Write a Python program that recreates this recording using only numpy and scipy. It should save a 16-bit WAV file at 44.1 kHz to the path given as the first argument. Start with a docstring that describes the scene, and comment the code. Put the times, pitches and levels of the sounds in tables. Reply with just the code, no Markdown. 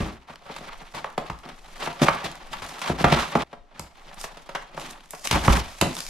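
"""A cardboard box with a hard frozen pizza loose inside is tapped, lifted, turned over and dropped on a kitchen counter.
It opens on a rubbing grip and soft taps, then firmer knocks; just after 3.4 s the room's ring is cut short.
Sparser handling follows, then hard knocks and a flurry of plastic and flap snaps from about 5.1 s to the end.
Blows ring the box, rubs are stuttering noise, snaps are tiny pitched puffs, and a small kitchen answers blows and snaps.
Air and the low rumble of a head-worn camera run throughout; the loudest peaks are rounded off softly."""
import sys
import numpy as np
from scipy import signal
from scipy.fft import rfft, irfft, next_fast_len
from scipy.io import wavfile
from scipy.ndimage import map_coordinates

SR = 44100
rng = np.random.default_rng(int(sys.argv[2]) if len(sys.argv) > 2 else 0)


def output_pcm(signal):
    """Save a mono or channel-first signal as 16-bit PCM at the path in sys.argv[1].

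    Samples are clipped to [-1, 1] before scaling.
    """
    pcm = np.clip(np.atleast_2d(signal).T, -1, 1) * 32767
    wavfile.write(sys.argv[1], SR, np.round(pcm).astype(np.int16))


N = 268569


def amp(db):
    """Gain of a level in dB."""
    return 10 ** (np.asarray(db) / 20)


def unit(x):
    """Scale x to rms 1."""
    return x / np.sqrt(np.mean(x ** 2) + 1e-20)


def along(points, hz):
    """Read a (frequency, value) curve on a log frequency axis."""
    point_hz, value = np.transpose(points)
    return np.interp(np.log(hz + 1), np.log(point_hz + 1), value)


def curves(rows):
    """Draw one automation curve, sample by sample, for each column after the time."""
    time_s, *columns = np.transpose(rows)
    return [np.interp(np.arange(N) / SR, time_s, column) for column in columns]


def wobble(rate_hz):
    """A smooth random curve with rate_hz knots a second."""
    knots = rng.standard_normal(int(N * rate_hz / SR) + 4)
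    return map_coordinates(knots, [np.arange(N) * rate_hz / SR])


def filtered(x, response):
    """Shape x by a complex response of frequency."""
    size = next_fast_len(N + SR // 2)  # spare room keeps tails from wrapping round
    spectrum = rfft(x, size) * response(np.fft.rfftfreq(size, 1 / SR))
    return irfft(spectrum, size)[..., :N]


def ringing(x, modes):
    """Ring x through resonances between steep low and high skirts; white noise keeps its rms."""
    def response(f):
        peaks = 0
        for k, (centre, width, db) in enumerate(modes):
            peak = 1j * f * width / (centre * centre - f * f + 1j * f * width)
            peaks = peaks + (-1) ** k * amp(db) * peak  # neighbours alternate in sign
        low, high = 0.91 * modes[0][0], 1.275 * modes[-1][0]
        low_skirt = f * f / (f * f - low * low - 1.4j * f * low)
        high_skirt = high * high / (high * high - f * f + 1.4j * f * high)
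        shape = peaks * low_skirt * high_skirt
        return unit(np.abs(shape)) * np.exp(1j * np.angle(shape))
    return filtered(x, response)


# How alike the left and right ports hear a noise: pitch_hz, likeness (1 = identical)
LIKENESS = [(60, 0.77), (250, 1), (600, 0.76), (1200, 0.4), (2500, 0.76), (5000, 0.62), (9000, .05),
            (15000, 0.13)]


def pair(likeness):
    """Stereo white noise, built from mid and side noises so the ports share more or less of each frequency."""
    def mid_and_side(hz):
        turn = np.arccos(np.clip(along(likeness, hz), -1, 1)) / 2
        return np.array([np.cos(turn), np.sin(turn)])
    mid, side = filtered(rng.standard_normal((2, N)), mid_and_side)
    return np.array([mid + side, mid - side])


# Blows of fingers, nails and pizza, levels before the mix of parts: start_s, level_db,
# weight_db (panel), edge_db (board), shock_db (counter), contact_ms (t60 before each part's stretch),
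# rise_ms, left_right_db (positive = left)
BLOWS = [(0.004, -35, 11.5, -17, 9, 310, 0.97, 0), (0.298, -27, -17, -11, -28, 15, 1.6, 0),
         (0.462, -37, -23, -10, -22, 220, 0.5, -3), (0.498, -33.5, -5, -18, -28, 92, 0.48, 1.9),
         (0.563, -24, -28, 0.5, -45, 50, 1.16, 1), (0.608, -40, -2.5, -6, -25, 190, 0.5, 4),
         (0.946, -29.5, -9, -3.5, -25, 420, 0.68, 2), (1.044, -14.5, -33, -13, -59, 23, 0.89, -0.5),
         (1.178, -13, -16, -6, -53, 43, 1.16, 0.5), (1.299, -19, -16, -9, -17.5, 49, 0.72, 0),
         (1.488, -35, -8.5, -0.5, -25, 100, 0.9, 5), (1.873, -17.5, -15, -12, -34, 95, 0.49, 3),
         (2.017, -14, -4.5, -3.5, -24, 124, 1.33, 2), (2.084, -1.5, -24, -25, -38, 50, 0.78, -1),
         (2.241, -23.5, -9, 1, -22, 220, 3.3, 1), (2.529, -13.5, -34, -5.5, -43, 80, 4.4, 1),
         (2.62, -25.5, -18, -6, -19.5, 240, 0.51, 2.5), (2.816, -22, -29, -2, -43, 170, 0.14, 0.5),
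         (2.898, -10.5, -9, -13, -22, 33, 2.15, 1), (3.007, -44.5, 23, -9, 6, 140, 0.42, 1),
         (3.042, -3.5, -10, -13.5, -21, 92, 0.52, 0.5), (3.124, -12, -1.5, 0, -16, 44, 0.92, -1),
         (3.196, -23, -38, -2, -26, 400, 0.21, -4), (3.353, -10, -7, -15, -28, 74, 0.13, -1.5),
         (3.421, -23.5, -42, 1, -51, 20, 0.19, -1), (3.529, -24.5, -19.5, -13.5, -52, 63, 2.1, 1.5),
         (3.795, -26.5, -12, 2.5, -18, 28, 0.71, 0), (4.24, -21.5, -25, -3, -55, 73, 1, 1),
         (4.37, -33.5, -16, -1, -50, 94, 1.2, 0), (4.49, -24.5, -21.5, -5, -53, 66, 1.7, -1),
         (4.549, -7, -30.5, -9, -75, 70, 5.4, 0.5), (4.744, -40, -5.5, -2, -33, 120, 1.3, 8),
         (4.776, -21, -18.5, -15, -48, 29, 0.62, 1.6), (5.134, -29, -17.5, -25, -47, 160, 0.4, 1),
         (5.311, -12, -14.5, 7, -16, 50, 0.86, 0), (5.327, -18.5, -9, 2.5, -4.5, 98, 0.32, 1),
         (5.48, -1.5, -14.5, -29, -11.5, 32, 1.02, -4), (5.812, -11.5, -17.5, 5.5, -21, 40, 0.82, -5),
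         (5.821, -13, -3.5, -12, -17.5, 104, 1.9, 3.5)]
# Resonances of each part: pitch_hz, width_hz, level_db
COUNTER_MODES = [(43.2, 33.3, -1), (59.3, 7.9, 7), (95, 56, -4)]  # kitchen counter
PANEL_MODES = [(127.8, 28.4, -5), (158.7, 47, 0), (245.8, 25, -2), (336.7, 70, -7)]  # large box panels
HOLLOW_MODES = [(420, 64, -5), (553, 54, 0), (715.5, 85, 0)]  # air inside the box
BOX_MODES = [(785, 130, -3.5), (930, 178, -2.5), (1163, 136, -6), (1321, 107, -4.5), (1667, 1480, -13)]  # body of the box
BOARD_MODES = [(1974, 700, -2), (2810, 730, 6.5), (3060, 1510, 4.5), (4150, 4500, -13)]  # stiff cardboard
CRACK_MODES = [(5160, 2730, 38.5), (6750, 690, -16.5), (9940, 7500, -26.5), (14200, 220, 8)]  # bright crack and hiss
# the air inside takes part of a blow's weight, less what the counter drains; the crack follows the edge
HOLLOW_SHARE, COUNTER_DAMPS, CRACK_SHARE = 0.82, 0.26, 1.14


def knocks():
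    """Each blow is a push and a short rattle of contact ringing every part; a slow rise pushes high parts less."""
    # (modes, level dB, stretch of the contact, share of the push)
    parts = [(BOX_MODES, -2.5, .75, 3.5), (COUNTER_MODES, 3, 1.6, 2.5), (PANEL_MODES, 2.2, 1.5, 2.2),
             (HOLLOW_MODES, -4, 1.1, 3), (BOARD_MODES, -3, .6, 4.5), (CRACK_MODES, -9, .45, 5)]
    longest = SR // 6
    out = np.zeros((2, N))
    for column, (modes, part_db, stretch, push_share) in enumerate(parts):
        centre = modes[len(modes) // 2][0]
        rattle, force = pair(LIKENESS), np.zeros((2, N))
        for start_s, level_db, weight, edge, shock, contact_ms, rise_ms, left_right_db in BLOWS:
            hollow = HOLLOW_SHARE * weight - COUNTER_DAMPS * shock
            reach_db = (0, shock, weight, hollow, edge, CRACK_SHARE * edge)[column]
            start = round(start_s * SR)
            at = slice(start, min(start + longest, N))
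            ms = 1000 * np.arange(at.stop - at.start) / SR
            rise = max(rise_ms, .2)
            fade = amp(-60 * ms / (max(contact_ms, 4) * stretch))
            shake = (1 - np.exp(-ms / rise)) * fade
            push = push_share * min(1, 900 / (centre * rise)) * amp(-ms * centre / 22)
            # low parts reach both ports more alike
            sides = amp(np.array([[left_right_db], [-left_right_db]]) / 2 * min(1, centre / 900))
            force[:, at] += amp(level_db + reach_db + part_db) * (rattle[:, at] * shake + push) * sides
        out += ringing(force, modes)
    return out


# Snaps of the wrap and the glued flap: start_s, level_db (before a common trim), pitch_hz
WRAP_AND_FLAP_SNAPS = [(1.127, -44, 3220), (1.267, -37, 1420), (1.3887, -37.5, 1930), (1.78, -36, 3080),
                       (1.929, -35.5, 3460), (2.315, -28, 2080), (2.3544, -31, 2170), (2.664, -29.5, 3340),
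                       (2.701, -48, 2860), (2.732, -48.5, 5850), (2.7666, -42.5, 2700), (2.793, -28, 3190),
                       (3.472, -57, 1910), (3.795, -21, 4950), (3.972, -46, 2340), (4.143, -37, 8000),
                       (4.213, -23, 4200), (4.7976, -28, 2580), (4.9088, -30, 7890), (5.091, -54, 9900),
                       (5.1075, -25, 9240), (5.1499, -30, 2210), (5.195, -35, 5050), (5.2731, -11.5, 2370),
                       (5.3115, -16, 3830), (5.437, -39, 3390), (5.8133, -8.5, 5380), (5.9523, -26, 7200),
                       (5.967, -20.5, 2330), (5.9883, -24, 3210), (6.0042, -16.5, 3300),
                       (6.0655, -25, 3100), (6.0806, -36.5, 3100)]
SNAP_T60_S = .014


def snaps():
    """Each snap is a puff of dulled noise on a sine carrier, fading fast and stopped within 6 ms."""
    out, t = np.zeros((2, N + SR)), np.arange(256) / SR
    for start_s, level_db, pitch_hz in WRAP_AND_FLAP_SNAPS:
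        own = rng.standard_normal((2, len(t)))
        shared = 1.32 * rng.standard_normal(len(t))  # the same in both ports
        puff = signal.lfilter([1], [1, -.75], own + shared)
        envelope = amp(level_db - 5.5 - 60 * t / SNAP_T60_S)
        start = round(start_s * SR)
        out[:, start:start + len(t)] += envelope * puff * np.sin(2 * np.pi * pitch_hz * t)
    return out[:, :N]


# Grip of the hand on the box, in two stretches of rows: start_s, pressure_db, brightness_db
HAND_GRIP = [
    [(0.0, -25, 1), (0.12, -39, 3), (0.27, -56, -2), (0.55, -41.5, 6), (1.1, -48.5, 9.5), (1.52, -53.5, 8),
     (1.83, -36, 7), (1.97, -39.5, 6.5), (2.1, -27, 2.5), (2.35, -39.5, -1), (2.72, -36.5, 9.5),
     (3.02, -36.5, 4.5), (3.14, -16, -0.5), (3.25, -32, 3), (3.43, -30, 4.5)],
    [(3.44, -53, -6), (3.52, -52, -2), (3.62, -66, -27), (3.78, -42, -1), (3.91, -54, 5), (4.1, -42, 3),
     (4.58, -49, 6), (4.85, -40, -8), (4.95, -43.5, -6), (5.16, -57, 29), (5.37, -27, 10.5),
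     (5.57, -20.5, -15), (5.62, -32, 7), (5.83, -48, 19.5), (5.91, -34.5, 13), (6.09, -47.5, 29)],
]
SAG_DB = -4  # level of the held panel against the box


def rubbing():
    """Rough contact: noise whose force stutters and catches, heard through each part of the box."""
    pressure, bright = curves(np.vstack(HAND_GRIP))
    held = spread(pressure, bright, pressure + SAG_DB)
    box, panel, board, hiss = np.hypot(held, slides())
    # fibres catch and let go, a new force every 32 samples
    catches = amp(1.9 * rng.exponential(1, N // 32 + 1)).repeat(32)[:N]
    grip = amp(.8 * wobble(45) + 2 * wobble(130)) * catches

    def part(modes):
        loosening = amp(2.2 * wobble(60))  # each part also loosens by itself
        return ringing(unit(grip * loosening) * pair(LIKENESS), modes)

    body = box * (part(HOLLOW_MODES) * amp(-4.5) + part(BOX_MODES))
    return body + panel * part(PANEL_MODES) + board * part(BOARD_MODES) + hiss * part(CRACK_MODES)


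# Short slides of skin, pizza or wrap on board: start_s, length_s, pressure_db, brightness_db,
# weight_db (panel against pressure)
SHORT_SLIDES = [(0.01, 0.1, -39, -1, 6), (0.27, 0.1, -40.5, 1.5, -12), (0.456, 0.064, -37.5, -22, -16),
                (0.508, 0.037, -32.5, 3, -21), (0.62, 0.16, -37.5, -7, -23), (0.795, 0.051, -36.5, -41, -1),
                (0.936, 0.074, -33, 2, -5), (1.259, 0.034, -36, -4, -15), (1.427, 0.13, -39.5, 0, 2),
                (1.792, 0.094, -24, 2.5, -7), (2.015, 0.038, -17.5, 7, 9.5), (2.055, 0.045, -18.5, 4, -25),
                (2.236, 0.039, -23.5, 0, -1), (2.511, 0.026, -37, 11, 2.5), (2.836, 0.035, -28, 5, -21),
                (2.855, 0.08, -23, 6, -5), (2.983, 0.056, -24.5, 3.5, -3), (3.126, 0.021, -18.5, -17, 5),
                (3.178, 0.069, -21, -3, -22), (3.385, 0.051, -26, -15, 0), (4.176, 0.11, -41.5, 21.5, -20),
                (4.762, 0.18, -36.5, 12.5, -1.5), (4.881, 0.024, -50, 18, 17),
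                (5.241, 0.04, -29, 23.5, -10), (5.316, 0.081, -19.5, -12, 5.5),
                (5.414, 0.084, -41, 27.5, 18.5), (5.488, 0.12, -24, 15, 8.5), (5.817, 0.11, -31, -7, 14.5),
                (5.966, 0.06, -39, 22, 5)]


def slides():
    """Force of the short slides on box, panel, board and hiss: each grips fast, holds and lets go."""
    force = np.zeros((4, N))
    for start_s, length_s, pressure_db, bright_db, weight_db in SHORT_SLIDES:
        arch = np.sin(np.linspace(0, np.pi, round(length_s * SR)))
        grip = arch.clip(0) ** 0.5
        gains = spread(pressure_db, bright_db, pressure_db + weight_db)
        force[:, round(start_s * SR):][:, :len(grip)] += gains[:, None] * grip
    return force


# levels against the box; the board takes a share of the brightness, the hiss all of it
BOARD_DB, BOARD_SHARE, HISS_DB = -8.5, 0.29, -21


def spread(pressure_db, bright_db, panel_db):
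    """Gains of box, panel, board and hiss under one contact: brightness lifts only the last two."""
    board_db = pressure_db + BOARD_DB + BOARD_SHARE * bright_db
    hiss_db = pressure_db + HISS_DB + bright_db
    return amp([pressure_db, panel_db, board_db, hiss_db])


# Decay of the small kitchen: pitch_hz, t60_s
KITCHEN_DECAY = [(100, 0.32), (700, 0.38), (2000, 0.37), (5000, 0.35), (12000, 0.25)]


def kitchen(x):
    """Each frequency of the room's answer dies at its own speed; the box moves, so each moment has its own answer."""
    size = 8192  # samples of sound sharing one answer
    hz, t, noise = signal.stft(pair(LIKENESS), SR, nperseg=256)
    out, frames = np.zeros((2, N + 4 * size)), size // 64
    decay = amp(-60 * t[:frames] / along(KITCHEN_DECAY, hz)[:, None])
    for k, start in enumerate(range(0, N - size, size)):
        fading = noise[..., k * 56:][..., :frames] * decay
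        tail = signal.istft(fading, SR, nperseg=256)[1]
        # the last piece takes everything that is left
        piece = x[:, start:start + size] if start + 2 * size < N else x[:, start:]
        answer = signal.fftconvolve(piece, tail / np.linalg.norm(tail[0]), axes=1)
        out[:, start + 150:][:, :answer.shape[1]] += answer  # first return after 150 samples
    return out[:, :N]


# Spectrum of the kitchen air: pitch_hz, level_db (per Hz, relative)
AIR_SPECTRUM = [(47, -40), (80, -11), (109, -20.5), (343, 1.5), (709, -2), (965, -21), (2040, -17.5),
                (6010, -26), (15500, -46)]
# Spectrum of the rumble: pitch_hz, level_db (per Hz, relative)
RUMBLE_SPECTRUM = [(12, -20.5), (25, -7.5), (50, -16), (70, -22.5), (90, -73), (200, -120)]
# Head movement on the camera body, before a random wobble: start_s, level_db
HEAD_MOVEMENT = [(0.0, -66), (0.3, -46.5), (0.63, -36), (1.05, -35.5), (1.56, -39.5), (1.8, -35),
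                 (2.19, -43), (2.59, -33.5), (2.95, -50), (3.07, -45), (3.49, -57), (3.61, -33), (3.8, -54),
                 (4.07, -36.5), (4.9, -39), (5.3, -43.5), (5.55, -23), (5.89, -50), (6.09, -30.5)]


def background():
    """Steady noise for the kitchen air and lumpy low noise for the wearer's head."""
    air = unit(filtered(pair(LIKENESS), lambda hz: amp(along(AIR_SPECTRUM, hz))))
    shake = unit(filtered(pair(LIKENESS), lambda hz: amp(along(RUMBLE_SPECTRUM, hz))))
    movement = amp(curves(HEAD_MOVEMENT)[0] + 2 * wobble(9))
    return amp(-59) * air + movement * shake


ROOM_CUT_S = 3.437


def scene():
    """Handling, room and background; room tails of earlier sound stop dead at the cut."""
    hits = knocks() + snaps()
    before = np.arange(N) < ROOM_CUT_S * SR
    first, second = hits * before, hits * ~before
    room = amp(-6.0) * (kitchen(first) * before + kitchen(second))
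    return hits + room + rubbing() + background()


# Tone of the microphone ports: pitch_hz, level_db
PORT_TONE = [(20, -8), (45, -24), (100, -14), (11000, 0), (13000, -0.5), (14500, -17.5), (15800, -17)]
# Phase by which the left port leads the right: pitch_hz, lead_rad
LEFT_LEAD = [(100, 0), (1000, -.5), (3000, -.3), (8000, -1), (15000, -3)]
TOP_HZ = 15780


def record(dry):
    """The ports colour the sound with a small phase offset, the input saturates softly, and the top is cut off."""
    def port_response(hz):
        half_lead = along(LEFT_LEAD, hz) / 2 * np.array([[1], [-1]])
        return amp(along(PORT_TONE, hz)) * np.exp(1j * half_lead)
    ports = filtered(dry, port_response)
    soft = ports / (1 + np.abs(ports) ** 6) ** (1 / 6)
    return filtered(soft, lambda hz: hz < TOP_HZ)


dry = scene()
out = record(dry)
output_pcm(out)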